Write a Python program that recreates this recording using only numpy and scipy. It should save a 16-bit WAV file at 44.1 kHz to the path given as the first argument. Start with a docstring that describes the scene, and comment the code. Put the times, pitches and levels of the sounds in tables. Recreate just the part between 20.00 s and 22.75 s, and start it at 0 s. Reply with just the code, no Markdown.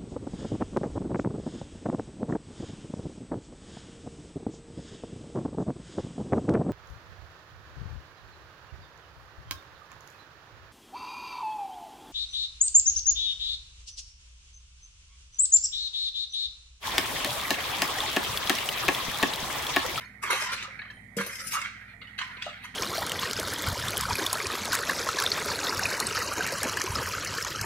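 """An open yard, heard through a small two-port microphone; a diesel excavator hums in the distance.
Loose rubble crunches, slides and clatters: dense grains of impact ring in the pieces, and short,
shifting rings colour the crunch. One hollow thud, a quick run of blows on a panel, stands out with
a few knocks and pings from single pieces. Walls and ground return a short echo of the debris.
Under it all lies a steady outdoor rumble and hiss."""
import sys
import numpy as np
from scipy import signal
from scipy.fft import rfft, irfft
from scipy.io import wavfile
from scipy.ndimage import uniform_filter1d

SR = 44100
rng = np.random.default_rng(int(sys.argv[2]) if len(sys.argv) > 2 else 0)


def to_wav(sig):
    """Store sig (one row per channel, or 1-D mono) as 16-bit WAV at the path in sys.argv[1].

    Samples outside -1..1 are clipped; the rate is SR.
    """
    pcm = np.clip(np.atleast_2d(sig), -1, 1) * 32767
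    pcm = np.round(pcm).astype(np.int16)
    wavfile.write(sys.argv[1], SR, pcm.T)  # frames by channels


N = 121275


def gain_of(db):
    """Decibels to amplitude gain."""
    return 10 ** (np.asarray(db) / 20)


def unit_rms(x):
    """Scales to rms 1."""
    return x / np.sqrt(np.mean(x ** 2) + 1e-20)


def curve_at(points, hz):
    """Reads (f/Hz, value) points on a log-frequency axis."""
    f, value = np.transpose(points)
    return np.interp(np.log(hz + 1), np.log(f + 1), value)


def high_pass(x, hz):
    """Rolls off the bass below hz."""
    return signal.sosfilt(signal.butter(3, hz, "high", fs=SR, output="sos"), x)


def drift(top_hz, points, length=N):
    """Random wander of rms about 1: sines up to top_hz, drawn on `points` steps, stretched to length."""
    t = np.arange(points) * N / SR / points
    rates = np.geomspace(top_hz / 10, top_hz, num=20)
    wander = unit_rms(sum(np.sin(2 * np.pi * (f * t + rng.random())) / np.sqrt(f) for f in rates))
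    return np.interp(np.arange(length), np.linspace(0, length - 1, points), wander)


def microphone_ports(a, b, hz, likeness, balance):
    """Mixes two unrelated spectra into partly alike left and right ports; the right hears later."""
    lag_s = .00008
    shared = np.clip(curve_at(likeness, hz), 0, 1)
    side = gain_of(curve_at(balance, hz) / 2)
    left = a * side * np.exp(2j * np.pi * hz * lag_s)
    right = (shared * a + np.sqrt(1 - shared ** 2) * b) / side
    return np.array([left, right]) * 2 / (side + 1 / side)


def background_air():
    """Steady outdoor rumble and hiss, with a 2 kHz microphone resonance on the right."""
    # spectrum of the noise floor: f/Hz, relative level/dB
    spectrum = [(30, -9), (45, -32), (85, -14.5), (140, -6), (250, -8), (290, -16), (520, -24.5),
                (760, -15), (1000, -24.5), (1490, -19.5), (1700, -18.5), (1900, -1.5), (2300, -9),
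                (2600, -34.5), (3440, -32), (4750, -38), (7700, -36.5), (10000, -35.5), (14000, -43),
                (15500, -43)]
    # likeness of the ports: f/Hz, coherence
    likeness = [(60, 1.0), (180, 1), (550, 1), (1650, 0.55), (4970, 0.02), (15000, 0.05)]
    # balance: f/Hz, left over right/dB
    balance = [(60, -6.5), (120, 8.5), (240, 1.5), (480, 6), (950, -1.5), (1890, -30.5), (3770, -4),
               (7520, 1.5), (15000, 8)]
    level_db, patch_db, swell_db = -50, 2.5, .6
    frames, hz = N // 256 + 5, np.fft.rfftfreq(1024, 1 / SR)
    a, b, c, d, patches = rng.standard_normal((5, frames, 513))
    patches = unit_rms(uniform_filter1d(uniform_filter1d(patches, size=10, axis=0), size=10, axis=1))
    swell = drift(5.46, frames, length=frames)[:, None]
    noise = microphone_ports(a + 1j * b, c + 1j * d, hz, likeness, balance)
    noise *= gain_of(curve_at(spectrum, hz) + patch_db * patches + swell_db * swell)
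    air = signal.istft(noise.transpose(0, 2, 1), nperseg=1024, noverlap=768)[1][:, :N]
    return gain_of(level_db) * unit_rms(air)


def excavator_hum():
    """The distant diesel: low tones of steady level, each wavering slightly in pitch."""
    # engine tones: f/Hz, rms level/dB
    tones = [(59.2, -62.5), (101.5, -61), (118, -64.5), (170, -70), (200.5, -64.5), (235, -75),
             (252.5, -69), (469, -78)]
    waver_share, hum = .0061, 0
    for hz, db in tones:
        pitch_hz = hz * (1 + waver_share * drift(16, points=600))
        cycles = np.cumsum(pitch_hz) / SR + rng.random()
        hum += np.sqrt(2) * gain_of(db) * np.sin(2 * np.pi * cycles)
    return hum


def yard_echo(x):
    """Echoes off walls and ground: sparse taps, each band dying at its own speed; little bass returns."""
    # decay of the yard: f/Hz, t60/s
    decay = [(300, 0.18), (1500, 0.59), (5000, 0.59), (14000, 0.21)]
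    echo_db = -12.5
    taps = np.zeros((2, SR))
    arrivals = np.arange(400, SR - 20, 20) + rng.integers(0, 20, (2, (SR - 401) // 20))
    np.put_along_axis(taps, arrivals, rng.choice([-1., 1.], arrivals.shape), 1)
    hz, t, spectra = signal.stft(taps, SR, nperseg=256)
    tail = signal.istft(spectra * gain_of(-60 * t / curve_at(decay, hz)[:, None]), SR, nperseg=256)[1]
    tail /= np.linalg.norm(tail[0])
    return gain_of(echo_db) * signal.fftconvolve(high_pass(x, hz=350), tail, axes=1)[:, :N]


def struck_mode(start_s, db, hz, t60, rise_s, shimmer=0):
    """One dying mode; any shimmer in its level grows over the first 25 ms."""
    t = np.maximum(np.arange(N) / SR - start_s, 0)
    attack = np.sin(np.pi / 2 * np.minimum(t / rise_s, 1)) ** 2
    flutter = 1 + shimmer * np.minimum(t / .025, 1)
    return gain_of(db - 60 * t / t60) * attack * flutter * np.sin(2 * np.pi * hz * t)


def pings():
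    """Single struck pieces ring and shimmer as they die."""
    # ringing pieces: t/s, level/dB, f/Hz, t60/s
    strikes = [(0.004, -64, 3980, 0.2), (0.046, -51.5, 4300, 0.15), (0.055, -55.5, 6500, 0.078),
               (0.678, -47.5, 538, 0.17), (0.54, -52, 4300, 0.12), (0.79, -32.5, 2240, 0.054),
               (0.79, -47, 4250, 0.068), (0.793, -32.5, 1690, 0.074), (0.816, -32.5, 3900, 0.024),
               (0.817, -30, 1840, 0.045), (0.88, -58, 3110, 0.51), (0.902, -53, 3110, 0.3),
               (0.9, -34, 1733, 0.1), (0.901, -38, 4050, 0.023), (0.936, -65, 9550, 0.42),
               (0.968, -49.5, 3120, 0.067), (1.354, -43, 2076, 0.65), (1.4, -41, 1304, 0.32),
               (1.42, -50.5, 537, 0.15), (1.537, -24, 6550, 0.033), (1.577, -43.5, 556, 0.067),
               (2.017, -37.5, 2110, 0.064), (2.018, -48, 3530, 0.063), (2.038, -42, 2056, 0.03),
               (2.07, -60, 4800, 0.035), (2.071, -42, 2940, 0.074), (2.214, -29.5, 1025, 0.097),
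               (2.218, -33, 2880, 0.048), (2.38, -49, 1008, 0.2), (2.422, -24.5, 3390, 0.031),
               (2.422, -28, 2543, 0.031), (2.462, -33.5, 599, 0.15), (2.463, -34.5, 693, 0.13),
               (2.465, -38.5, 801, 0.12), (2.644, -42.5, 980, 0.1)]
    shimmer = .7 * drift(140, points=2000)
    return sum(struck_mode(*strike, rise_s=.0025, shimmer=shimmer) for strike in strikes)


def panel_thud():
    """Quick blows ring the modes of a hollow panel, which radiates little bass."""
    # blows: t/s, level/dB
    blows = [(1.1665, -26), (1.192, -29), (1.2175, -45), (1.289, -50)]
    # panel modes: f/Hz, relative level/dB, t60/s
    modes = [(163, -9, .1), (196, 2.5, .11), (474, -3, .14), (548, -13, .28)]
    thud = sum(struck_mode(start_s, db + mode_db, hz, t60, rise_s=.005)
               for start_s, db in blows for hz, mode_db, t60 in modes)
    return high_pass(thud, hz=140)


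def clatter_power():
    """Power in the six rubble bands as pieces land: a fast rise, then each band's own decay."""
    # clatters: t/s, level/dB, offsets/dB of the low, woody, body, edge, fizz and top bands, base t60/s
    clatters = [(0.0044, -40, -36, -24, -10, -15, -26.5, -22, 0.77),
                (0.233, -36, -30, -10.5, -7.5, -32, -21, -25, 0.56),
                (0.238, -27, -30, -19.5, -11, -27, -29, -36, 0.52),
                (0.2731, -31, -19, -28, -11, -29, -31, -23, 0.3),
                (0.3004, -19.5, -24, -14, -11.5, -23, -17, -18.5, 0.31),
                (0.3224, -23, -25, -17, -13, -13, -20, -19.5, 0.47),
                (0.411, -26.5, -27, -10, -15, -16, -24, -21, 0.41),
                (0.5148, -27.5, -33, -23, -13.5, -10.5, -15.5, -20, 0.71),
                (0.6234, -24, -40, -37, -15, -10, -20.5, -35, 0.21),
                (0.79, -31, -35.5, -31, -12, -23, -49, -65, 0.24),
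                (0.816, -33, -56, -18, -12, -12, -50, -53, 0.32),
                (0.849, -44.5, -39, -21, -9.5, -15, -44, -43, 0.67),
                (0.9016, -33.5, -40, -20, -22.5, -15, -32.5, -39, 0.18),
                (1.1657, -30.5, -16, -40, -21.5, -10.5, -5.5, -4, 0.18),
                (1.1815, -27.5, -18, -21, -10, -10, -17, -20, 0.46),
                (1.207, -26.5, -29, -8, -12, -31, -16, -18, 0.18),
                (1.26, -28, -22, -22, -20, -16.5, -15.5, -6.5, 0.29),
                (1.352, -24.5, -44, -47, -24, -14, -15, -14, 0.16),
                (1.389, -34.5, -36, -36, -44, -14.5, -8, -16, 0.45),
                (1.468, -33.5, -39, -50, -41, -34, -9.5, -6.5, 0.49),
                (1.518, -26.5, -39, -29, -12, -12, -8.5, -11.5, 0.24),
                (1.5352, -25.5, -51, -12.5, -8, -37, -10, -26, 0.3),
                (1.5664, -22.5, -41.5, -23, -13, -18, -19, -30, 0.36),
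                (1.6136, -21, -40, -25, -11.5, -5.5, -10.5, -28, 0.061),
                (1.64, -30.5, -44, -31, -12, -16.5, -23.5, -52, 0.65),
                (1.808, -42, -48, -23, -5.5, -38, -48, -34, 0.33),
                (2.0138, -39.5, -37, -34, -21, -7.5, -37, -40, 0.58),
                (2.069, -46.5, -39, -39, -15, -11.5, -29, -33, 1),
                (2.1855, -29.5, -42, -25.5, -12.5, -7.5, -20, -45, 0.39),
                (2.212, -22.5, -52, -21, -10, -7, -24, -54, 0.15),
                (2.366, -35.5, -31.5, -18, -19, -7.5, -34, -48, 0.14),
                (2.4197, -30.5, -50, -33, -11.5, -8, -13.5, -27, 0.14),
                (2.4607, -36, -28, -15, -3.5, -9, -14, -24, 0.12),
                (2.4855, -43, -31, -22, -14, -2.5, -31, -30, 0.36),
                (2.644, -37.5, -44, -32, -5.5, -19, -13, -24, 0.19),
                (2.7403, -37, -38, -17, -4.5, -11, -39, -48, 0.17)]
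    rise_s, t60_share = .005, np.c_[[.44, .29, .58, .27, .44, .36]]
    power = np.zeros((6, N))
    for start_s, db, *bands_db, t60 in clatters:
        first = round(start_s * SR)
        span = np.arange(first, min(first + SR // 2, N))
        age = np.maximum(span / SR - start_s, 0)
        fall_db = db + np.c_[bands_db] - 60 * age / (t60 * t60_share)
        power[:, span] += (np.minimum(age / rise_s, 1) * gain_of(fall_db)) ** 2
    return power


def slide_power():
    """Power in the rubble bands as the heap slides between clatters; the low band stays empty."""
    # one path per slide: t/s, body level/dB, offsets/dB of the woody, edge, fizz and top bands
    slides = [
        [(0.21, -68, -34, -30, -18, -16), (0.228, -52, -11, 0.5, 1.5, 0), (0.318, -52.5, 17, 12, 4.5, -8),
         (0.4, -39, -10, -5, -4, -7.5), (0.648, -54.5, -5, 3, -7.5, -30), (0.788, -58, -37, -32, -44, -49)],
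        [(1.17, -56, -3, 8.5, 1.5, -4), (1.352, -50, -18, -11.5, -4, -5.5), (1.506, -55, -40, -4, 3.5, 8),
         (1.536, -49, 9.5, 9, 7, 7), (1.742, -60, -33, -7.5, -25, -32), (1.934, -59, -33, -10, -29, -33),
         (1.95, -70, -13, -37, -33, -40)],
        [(2.18, -52.5, -22, 4, -10, -14), (2.204, -50.5, -1, 3, -8.5, -18.5),
         (2.366, -52, -23, -17, -29.5, -25.5), (2.462, -55.5, -10, 11, -0.5, -40),
         (2.616, -59.5, -33, -7.5, -32, -28), (2.64, -58.5, -0.5, 6.5, -7.5, 0.5),
         (2.74, -66, -21, -3, -16, -33)],
    ]
    t, power = np.arange(N) / SR, np.zeros((6, N))
    for slide in slides:
        times, body_db, woody_db, *upper_db = np.transpose(slide)
        for band, offset_db in enumerate([woody_db, 0, *upper_db], start=1):
            power[band] += gain_of(np.interp(t, times, body_db + offset_db, left=-120, right=-120)) ** 2
    return power


def grains():
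    """Tiny impacts of random size and sign, bunching into louder clumps."""
    per_second, spread_db, clump_db = 5000, 3, 1.9
    size = gain_of(spread_db * np.minimum(rng.exponential(1, (2, N)), 3.5))
    hits = rng.random((2, N)) < per_second / SR
    clicks = unit_rms(size * hits * rng.choice([-1., 1.], (2, N)))
    return clicks * gain_of(clump_db * drift(70, points=2000))


def shifting_rings(crunch, sets=13):
    """Short, randomly pitched rings that keep changing and colour the crunch."""
    turn_s, mean_t60_s = .035, .038
    bare_db, ring_db, spread_db = -7, 2.5, 3
    t, turn, ringing = np.arange(4000) / SR, np.arange(N) / SR / turn_s, 0
    for k in range(sets):
        place, size, life = rng.random((3, 55, 1))  # 55 rings a set
        hz = 350 + 14650 * place ** 1.2
        fall_db = -spread_db * np.log(size) - 60 * t / (mean_t60_s * (.5 + life))
        rings = (gain_of(fall_db) * np.sin(2 * np.pi * hz * t)).sum(0)
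        crossfade = np.cos(np.pi / 2 * np.clip((turn - k) % sets - 1, -1, 1))
        ringing += signal.oaconvolve(crunch * crossfade, rings[None] / np.linalg.norm(rings), axes=1)
    return gain_of(bare_db) * crunch + gain_of(ring_db) * ringing[:, :N]


def rubble():
    """Dense grains, driven band by band by clatters and slides, ring in the pieces."""
    # colour within the bands: f/Hz, relative level/dB
    spectrum = [(300, -17), (450, -9.5), (600, -8.5), (740, -14), (950, 1.5), (1600, 3), (2200, 4),
                (2800, -3.5), (3600, -6), (4800, -9.5), (6500, -10), (9500, -15.5), (12500, -23.5),
                (15500, -30.5)]
    # resonances of the pieces: f/Hz, bandwidth/Hz
    resonances = [(480, 150), (988, 6.3), (1203, 27), (1657, 580), (2150, 81), (2424, 15), (2890, 910),
                  (3740, 37), (4360, 15), (5720, 43)]
    # edges of the six bands, low to top: f/Hz
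    band_edges = [270, 690, 1250, 2600, 4700, 9000, 16500]
    # likeness of the ports: f/Hz, coherence
    likeness = [(300, 0.8), (700, 0.71), (1400, 0.63), (2400, 0.89), (4000, 0.22), (8000, 0.063),
                (15000, 0.11)]
    # balance: f/Hz, left over right/dB
    balance = [(300, -2.5), (700, 2), (1300, -2.5), (1900, -5), (2500, -4), (3500, 3), (7000, 4),
               (14000, 10)]
    ring_gain, overlap = 2 * gain_of(-9), .18  # bands overlap in natural-log frequency
    hz = np.fft.rfftfreq(N, 1 / SR)
    rings = sum(ring_gain / (1 + 2j * (hz - f) / max(width, 15)) for f, width in resonances)
    colour = gain_of(curve_at(spectrum, hz)) * (1 + rings)
    impacts, crunch = grains(), 0
    for k, power in enumerate(clatter_power() + slide_power()):
        lower, upper = (np.clip(.5 + np.log((hz + 1) / f) / overlap, 0, 1) for f in band_edges[k:k + 2])
        band = colour * (np.sin(np.pi / 2 * lower) * np.cos(np.pi / 2 * upper)) ** 2
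        band /= np.sqrt(np.mean(abs(band) ** 2))
        crunch += irfft(rfft(impacts * np.sqrt(power)) * band, N)
    return irfft(microphone_ports(*rfft(shifting_rings(crunch)), hz, likeness, balance), N)


def scene():
    """Debris and its echo in the yard, over the distant excavator and the background air."""
    debris = rubble() + pings() + panel_thud()
    return debris + yard_echo(debris) + excavator_hum() + background_air()


def record(dry):
    """The microphone's band ends steeply in the top treble."""
    edge_hz = 15750
    low_pass = signal.firwin(2047, edge_hz, window=("kaiser", 9), fs=SR)
    return signal.oaconvolve(dry, low_pass[None], "same")


dry = scene()
out = record(dry)
to_wav(out)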